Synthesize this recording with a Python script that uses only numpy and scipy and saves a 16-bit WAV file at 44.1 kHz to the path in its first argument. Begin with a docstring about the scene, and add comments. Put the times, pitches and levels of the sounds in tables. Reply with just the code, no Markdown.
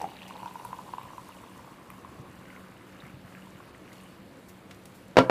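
"""A quiet room, a small microphone close to a tall glass on a table: soda from two cans runs into the glass.
Swarms of damped sines are the bubbles ringing the air above the liquid, their pitch rising as the glass fills.
The cans gulp air in low pushes, foam crackles in short grains on a hiss, and puffs of noise are drips and
thin cans ticking in the hands. Both cans are set down hard: pushes, cracks and ringing table modes."""
import sys
import numpy as np
from scipy import signal
from scipy.fft import rfft, irfft, next_fast_len
from scipy.io import wavfile
from scipy.ndimage import uniform_filter1d, map_coordinates

SR = 44100
rng = np.random.default_rng(int(sys.argv[2]) if len(sys.argv) > 2 else 0)


def wav_out(sig):
    """Save sig, one row per channel (or a flat mono array), as 16-bit PCM at SR to the path in sys.argv[1]."""
    wavfile.write(sys.argv[1], SR, np.round(np.clip(np.atleast_2d(sig).T, -1, 1) * 32767).astype(np.int16))


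N = 233931
TIME = np.arange(N) / SR  # s


def amp(db):
    """Amplitude factor of a level in dB."""
    return 10 ** (np.asarray(db) / 20)


def unit(x):
    """x scaled to an rms of 1."""
    return x / np.sqrt(np.mean(x ** 2) + 1e-20)


def along(points, hz):
    """Values read between (Hz, value) points on a log frequency axis."""
    point_hz, value = np.transpose(points)
    return np.interp(np.log(hz + 1), np.log(point_hz + 1), value)


def curves(rows):
    """One value per sample for each column after the time."""
    time_s, *columns = np.transpose(rows)
    return [np.interp(TIME, time_s, column) for column in columns]


def wobble(rate):
    """A smooth random curve with rate knots a second."""
    knots = rng.standard_normal(int(N * rate / SR) + 4)
    return map_coordinates(knots, [TIME * rate])


def filtered(x, response):
    """x with its spectrum multiplied by a response of frequency."""
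    size = next_fast_len(len(x) + 8192)
    spectrum = rfft(x, size) * response(np.fft.rfftfreq(size, 1 / SR))
    return irfft(spectrum, size)[:len(x)]


def rush(spectrum, patchy_db):
    """Coloured noise of rms 1 with patches of random gain in time and frequency."""
    z = signal.stft(rng.standard_normal(N), nperseg=512)[2]
    field = uniform_filter1d(rng.standard_normal(z.shape), 6, 0)
    field = uniform_filter1d(field, 8, 1)
    patchy = signal.istft(z * amp(patchy_db * unit(field)), nperseg=512)[1][:N]
    return unit(filtered(patchy, lambda hz: amp(along(spectrum, hz))))


def bubbles(s, gain, hz, t60, rise, swell, size, bend):
    """Damped sines that swell over a short onset and climb in pitch; bend above 1 holds, then drops fast."""
    t = np.arange(size) / SR
    hz, t60, gain = (np.asarray(v)[:, None] for v in (hz, t60, gain))
    onset = 1 - np.exp(-(t * hz / swell) ** 2)  # swell is in cycles
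    shape = onset * amp(-60 * (t / t60) ** bend)
    shape *= gain / shape.max(axis=1, keepdims=True)
    wave = shape * np.sin(2 * np.pi * hz * t * (1 + rise * t / t60))
    at = np.round(np.asarray(s) * SR).astype(int)[:, None] + np.arange(size)
    return np.bincount(at.ravel(), wave.ravel(), N + size)[:N]


def swarm(centre_hz, spread, cycles, scatter_db, count, size):
    """Many bubbles at random moments, rms 1 together; a few are much louder than the rest."""
    at = rng.integers(0, N - 1, count)
    hz = np.clip(centre_hz[at] * np.exp(spread * rng.standard_normal(count)), 100, 16000)
    gain = amp(scatter_db * np.minimum(rng.exponential(size=count), 4))
    ringing = bubbles(at / SR, gain, hz, cycles / hz, rise=0.043, swell=0.59, size=size, bend=1.05)
    return unit(ringing)


# cross modes of the glass: pitch_hz [Hz], width_hz [Hz], lift_db [dB]
GLASS_MODES = [(2860, 100, 7.5), (3800, 59, 7.5), (4390, 130, 5), (7600, 260, 2)]


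def in_glass(x):
    """The glass lifts a few resonant bands of whatever sounds inside it."""
    def lift(f):
        return amp(sum(db / (1 + (2 * (f - hz) / width) ** 2) for hz, width, db in GLASS_MODES))
    return filtered(x, lift)


# the streams over time: time_s [s], splash_db [dB], spray_db [dB], spray_hz (pitch of the spray drops) [Hz]
POUR_COURSE = [(0, -41, -51.5, 2560), (.07, -48, -53, 2480), (.15, -62, -53.5, 2770), (.3, -52, -56, 2810),
               (.5, -50, -60, 2870), (1, -53, -64, 2670), (2.1, -57.5, -68, 2040), (2.5, -61.5, -58, 1510),
               (3, -66, -64.5, 1730), (3.4, -66, -57, 1740), (3.8, -66, -61, 1970),
               (4.07, -62, -58.5, 2230), (4.3, -83, -65, 2300)]
# large bubbles trapped by the streams: start_s [s], peak_db [dB], pitch_hz [Hz],
# decay_cycles (cycles until 60 dB are lost) [cycles]
LARGE_BUBBLES = [(0.014, -22.5, 863, 11), (0.041, -21, 792, 14.5), (0.307, -33, 1040, 14),
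                 (0.401, -35, 1000, 15), (0.43, -29.5, 945, 20), (0.458, -28.5, 938, 26),
                 (0.477, -34.5, 950, 17), (0.51, -38, 995, 19), (0.555, -30.5, 950, 24),
                 (0.597, -35.5, 927, 14), (0.649, -30.5, 960, 30), (0.705, -39, 930, 18),
                 (0.729, -25.5, 1000, 15.5), (0.787, -35.5, 940, 23), (0.89, -38, 947, 17),
                 (0.936, -25, 980, 13), (0.982, -26, 975, 14), (1.104, -37, 1040, 15),
                 (1.133, -36.5, 1035, 12), (1.18, -31.5, 990, 17), (1.29, -38, 965, 18),
                 (1.592, -41.5, 965, 21), (1.902, -37, 1130, 10), (2.047, -35, 1060, 14),
                 (3.47, -44, 990, 15), (3.602, -41, 1100, 15)]
# colour of the spray's hiss: pitch_hz [Hz], level_db (relative, per Hz) [dB]
SPRAY_COLOUR = [(900, -45), (1300, 4), (3000, -2), (5000, -34), (7000, -13)]
# the air column's pitch climbs and levels off as the glass fills
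COLUMN_START_HZ, COLUMN_FULL_HZ, FILL_S = 814, 1069, 0.69


def pour():
    """Small bubbles ring near the air column's pitch, others churn lower, and spray adds bright drops on a hiss."""
    splash_db, spray_db, spray_hz = curves(POUR_COURSE)
    column_hz = COLUMN_FULL_HZ - (COLUMN_FULL_HZ - COLUMN_START_HZ) * np.exp(-TIME / FILL_S)
    flowing = np.clip((POUR_COURSE[-1][0] - TIME) / 0.16, 0, 1)  # fades out as the pour ends

    small = swarm(column_hz, spread=.05, cycles=18, scatter_db=2.8, count=1400, size=1200)
    splash = amp(splash_db) * small
    drops = swarm(spray_hz, spread=.27, cycles=20.6, scatter_db=4.0, count=2200, size=600)
    large = swarm(.5 * column_hz, spread=0.34, cycles=10.7, scatter_db=3.0, count=1200, size=1200)
    churn = amp(splash_db - 7.5) * large
    hiss = rush(SPRAY_COLOUR, patchy_db=1.5)
    spray = amp(spray_db + 3.4 * wobble(9.14)) * in_glass(0.82 * drops + 0.29 * hiss)

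    s, db, hz, cycles = np.transpose(LARGE_BUBBLES)
    t60 = cycles / hz
    plops = bubbles(s, amp(db), hz, t60, rise=0.02, swell=0.9, size=2000, bend=1.75)
    # a brighter overtone answers briefly as each bubble pinches off
    pinch = bubbles(s, amp(db - 17), 2.52 * hz, 0.35 * t60, rise=0.058, swell=0.85, size=600, bend=1.15)
    # the neck snaps shut
    snap = bubbles(s, amp(db - 8.5), 1.44 * hz, 0.51 * t60, rise=.05, swell=0.29, size=600, bend=1.1)

    near = snap + flowing * (splash + churn + spray) + plops + pinch
    echo = np.pad(near, (round(0.012 * SR), 0))[:N]  # a wall two metres off answers once
    return near + amp(-12) * echo


# colour of the fine foam hiss: pitch_hz [Hz], level_db (relative, per Hz) [dB]
FIZZ_COLOUR = [(2060, -3), (3500, 0.5), (3820, -1.5), (4840, -1.5), (12500, -4), (15500, -10)]
FOAM_START_DB, FOAM_PEAK_DB, FOAM_PEAK_S = -63.5, -60.5, 0.75  # the fizz builds up,
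FOAM_REST_DB, FOAM_SETTLE_S = -67.5, 0.88  # then settles
LAST_DROPS_S, LAST_DROPS_WIDTH_S, LAST_DROPS_DB = 4.01, 0.13, 2  # it flares as the streams break up


def fizz():
    """Tiny foam cells burst: few-cycle grains on a fine hiss, coloured by the glass."""
    settling_db = FOAM_REST_DB + (FOAM_PEAK_DB - FOAM_REST_DB) * np.exp((FOAM_PEAK_S - TIME) / FOAM_SETTLE_S)
    building_db = FOAM_START_DB + (FOAM_PEAK_DB - FOAM_START_DB) * TIME / FOAM_PEAK_S
    fizz_db = np.where(TIME < FOAM_PEAK_S, building_db, settling_db)
    fizz_db += LAST_DROPS_DB * np.exp(-((TIME - LAST_DROPS_S) / LAST_DROPS_WIDTH_S) ** 2)
    flicker_db = .5 * wobble(7) + .7 * wobble(25)
    grains = swarm(np.full(N, 9500.), spread=.35, cycles=6, scatter_db=4, count=4000, size=100)
    hiss = rush(FIZZ_COLOUR, patchy_db=2.0)
    return amp(fizz_db + flicker_db) * in_glass(.5 * grains + 1.05 * hiss)


# rumble of the house: pitch_hz [Hz], level_db (relative, per Hz) [dB]
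RUMBLE_COLOUR = [(12, -69), (20, -16.5), (113, -6), (149, -13), (188, -6.5), (320, -5.5), (351, -13),
                 (557, -9.5), (597, -13.5), (2280, -22.5), (5000, -35), (6500, -64), (11000, -120)]
# wavering appliance tones: pitch_hz [Hz], width_hz [Hz], level_db [dB]
APPLIANCE_TONES = [(187.6, 6.6, -57.5), (356, 9, -65.5), (134.4, 47, -61)]
HUM_DB = -52  # room rumble


def room_noise():
    """Broad rumble of the house with a few narrow bands of noise that waver like tones."""
    out = amp(HUM_DB + 0.32 * wobble(6.15)) * rush(RUMBLE_COLOUR, patchy_db=1.05)
    for tone_hz, width_hz, db in APPLIANCE_TONES:
        noise = rng.standard_normal(N)
        tone = filtered(noise, lambda f: np.exp(-((f - tone_hz) / width_hz) ** 2))
        out += amp(db) * unit(tone)
    return out


# broad ticks and rubs of the can walls in the hands: start_s [s], level_db [dB], pitch_hz (band centre) [Hz],
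# t60_s [s]
CAN_HANDLING = [(0.016, -35, 3180, 0.016), (0.278, -44, 4500, 0.052), (3.929, -45, 3250, 0.028),
                (4.484, -46, 7800, 0.073), (4.709, -37.5, 1520, 0.034), (4.745, -50, 4000, 0.023),
                (4.855, -39.5, 4900, 0.021), (4.944, -52.5, 8950, 0.13), (5.081, -49.5, 5830, 0.022)]
HANDLING_OCTAVES = 1.6
# foam cells and drops bursting at the surface: start_s [s], level_db [dB], pitch_hz (band centre) [Hz]
SURFACE_BURSTS = [(.536, -45, 12000), (.649, -36.5, 10700), (0.783, -50, 7750), (1.03, -47, 10900),
                  (1.288, -46, 10100), (1.576, -45.5, 9100), (1.902, -41, 12100), (1.902, -40, 2210),
                  (3.277, -42, 1810), (3.35, -36, 1680), (3.748, -37, 1820), (3.878, -44, 1900),
                  (4.002, -40, 2460)]
BURST_T60_S, BURST_OCTAVES = 0.012, 0.45
# single small drops that ring with a pitch: start_s [s], level_db [dB], pitch_hz [Hz]
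SINGLE_DRIPS = [(3.002, -44.5, 3800), (3.918, -43, 2000), (4.024, -48, 3230), (4.035, -47.5, 8900),
                (4.062, -50, 2900)]
DRIP_T60_S, DRIP_OCTAVES = .018, 0.1


def ticks():
    """Short puffs of noise in a band around each centre: broad handling, narrow bursts, pitched drips."""
    out, t = np.zeros(N + SR), np.arange(6000) / SR
    rows = [(*row, BURST_T60_S, BURST_OCTAVES) for row in SURFACE_BURSTS]
    rows += [(*row, HANDLING_OCTAVES) for row in CAN_HANDLING]
    rows += [(*row, DRIP_T60_S, DRIP_OCTAVES) for row in SINGLE_DRIPS]
    for s, db, centre_hz, t60, octaves in rows:
        def band(hz):
            return amp(-6 * (np.log2((hz + 1) / centre_hz) / octaves) ** 2)
        noise = unit(filtered(rng.standard_normal(len(t)), band))
        swell = 1 - np.exp(-t / (.06 * t60))
        out[round(s * SR):][:len(t)] += amp(db - 60 * t / t60) * swell * noise
    return out[:N]


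# air gulping into the cans: start_s [s], peak_db [dB]
AIR_GULPS = [(1.038, -41.5), (1.21, -46), (1.917, -46), (2.088, -42.5), (2.194, -36), (2.294, -44),
             (2.387, -43), (3.034, -40), (3.138, -39), (3.243, -40.5), (3.55, -42)]
GULP_HZ = 121


def gulps():
    """Each air pocket entering a can is one low push: an inverted sine that dies within a few cycles."""
    s, db = np.transpose(AIR_GULPS)
    hz = np.full(len(s), float(GULP_HZ))
    return -bubbles(s, amp(db), hz, 3.6 / hz, rise=0.072, swell=0.95, size=3000, bend=0.78)


# can rims meeting the table, with bounces: push_s (peak of the push) [s], level_db [dB],
# brightness_db (level of the short crack) [dB]
CAN_KNOCKS = [(5.159, -28, -7), (5.1702, 2.5, -0.5), (5.1762, -9, -11), (5.1817, -3, -1), (5.186, 1, -21),
              (5.188, -6, 12.5), (5.1932, -7.5, -22), (5.2048, -11, -13), (5.2978, -3, -9.5)]
# modes of table top and can: pitch_hz [Hz], level_db [dB], t60_s [s]
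TABLE_MODES = [(128, -9, 0.13), (180, -6.5, 0.12), (264, -4.5, 0.099), (352, -20, 0.22), (434, -6.5, 0.12),
               (540, -1.5, 0.11), (648, -1, 0.076), (696, -8.5, 0.075), (961, -5.5, 0.071),
               (1220, -29, 0.04), (1369, -7.5, 0.095), (2225, -16, 0.15)]
# colour of the crack: pitch_hz [Hz], level_db (relative, per Hz) [dB]
CRACK_COLOUR = [(300, -4), (1000, 8), (2200, 4.5), (4500, -5.5), (7000, -18), (15000, -35.5)]


def knocks():
    """Each contact: a push with the board springing back, a crack with a rattling tail, and the table's modes."""
    out, t = np.zeros(N + SR), np.arange(SR // 5) / SR
    hz, level_db, ring_s = (v[:, None] for v in np.transpose(TABLE_MODES))
    lead = .0015  # the push peaks this many seconds after first touch
    for s, db, bright_db in CAN_KNOCKS:
        late = (t - lead) / 0.00058
        push = (1 - 2 * late ** 2) * np.exp(-late ** 2)  # no net displacement of air

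        # every contact excites the modes in a different balance
        strength = amp(level_db + rng.normal(0, 3.7, hz.shape) - 60 * t / ring_s)
        ring = (strength * np.sin(2 * np.pi * hz * t)).sum(axis=0)
        ring *= 1 - np.exp(-(t / 0.0027) ** 2)

        noise = unit(filtered(rng.standard_normal(len(t)), lambda f: amp(along(CRACK_COLOUR, f))))
        snap = amp(bright_db - 60 * t / 0.011)
        rattle = amp(-10.5 - 60 * t / 0.079)
        crack = noise * (snap + rattle) * np.clip((t - .0007) / 0.00022, 0, 1)

        contact = 0.73 * push + amp(-16.5) * ring + amp(-11.5) * crack
        out[round((s - lead) * SR):][:len(t)] += amp(db) * contact
    return out[:N]


# how long the room's answer lasts: pitch_hz [Hz], t60_s [s]
WALL_DECAY = [(150, .4), (1000, 0.36), (4000, 0.16), (12000, 0.33)]


def walls(x, level_db):
    """Adds the room's answer, a noise tail in which each frequency dies at its own speed."""
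    hz, t, z = signal.stft(rng.standard_normal(SR // 2), SR, nperseg=256)
    decay = amp(-60 * t / along(WALL_DECAY, hz)[:, None])
    tail = signal.istft(z * decay, SR, nperseg=256)[1]
    delayed = np.pad(x, (260, 0))  # samples before the first answer
    return x + amp(level_db) * signal.fftconvolve(delayed, tail / np.linalg.norm(tail))[:N]


def scene():
    """Glass, hands and table each reach the microphone with their own share of room; fizz and room noise lie dry."""
    glass = walls(pour() + gulps(), level_db=-16.5)
    hands = walls(ticks(), level_db=-7.0)
    table = walls(knocks(), level_db=-12)
    return (glass + hands + table + fizz() + room_noise())[None]


TOP_HZ = 15500  # band limit of the microphone


def record(dry):
    """A small capsule loses the deep bass, rounds off the loudest peaks and keeps nothing above its band limit."""
    x = filtered(dry[0], lambda hz: (1j * hz / (30 + 1j * hz)) ** 2)
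    x = x / (1 + np.abs(x / .97) ** 6) ** (1 / 6)
    return filtered(x, lambda hz: hz < TOP_HZ)[None]


dry = scene()
out = record(dry)
wav_out(out)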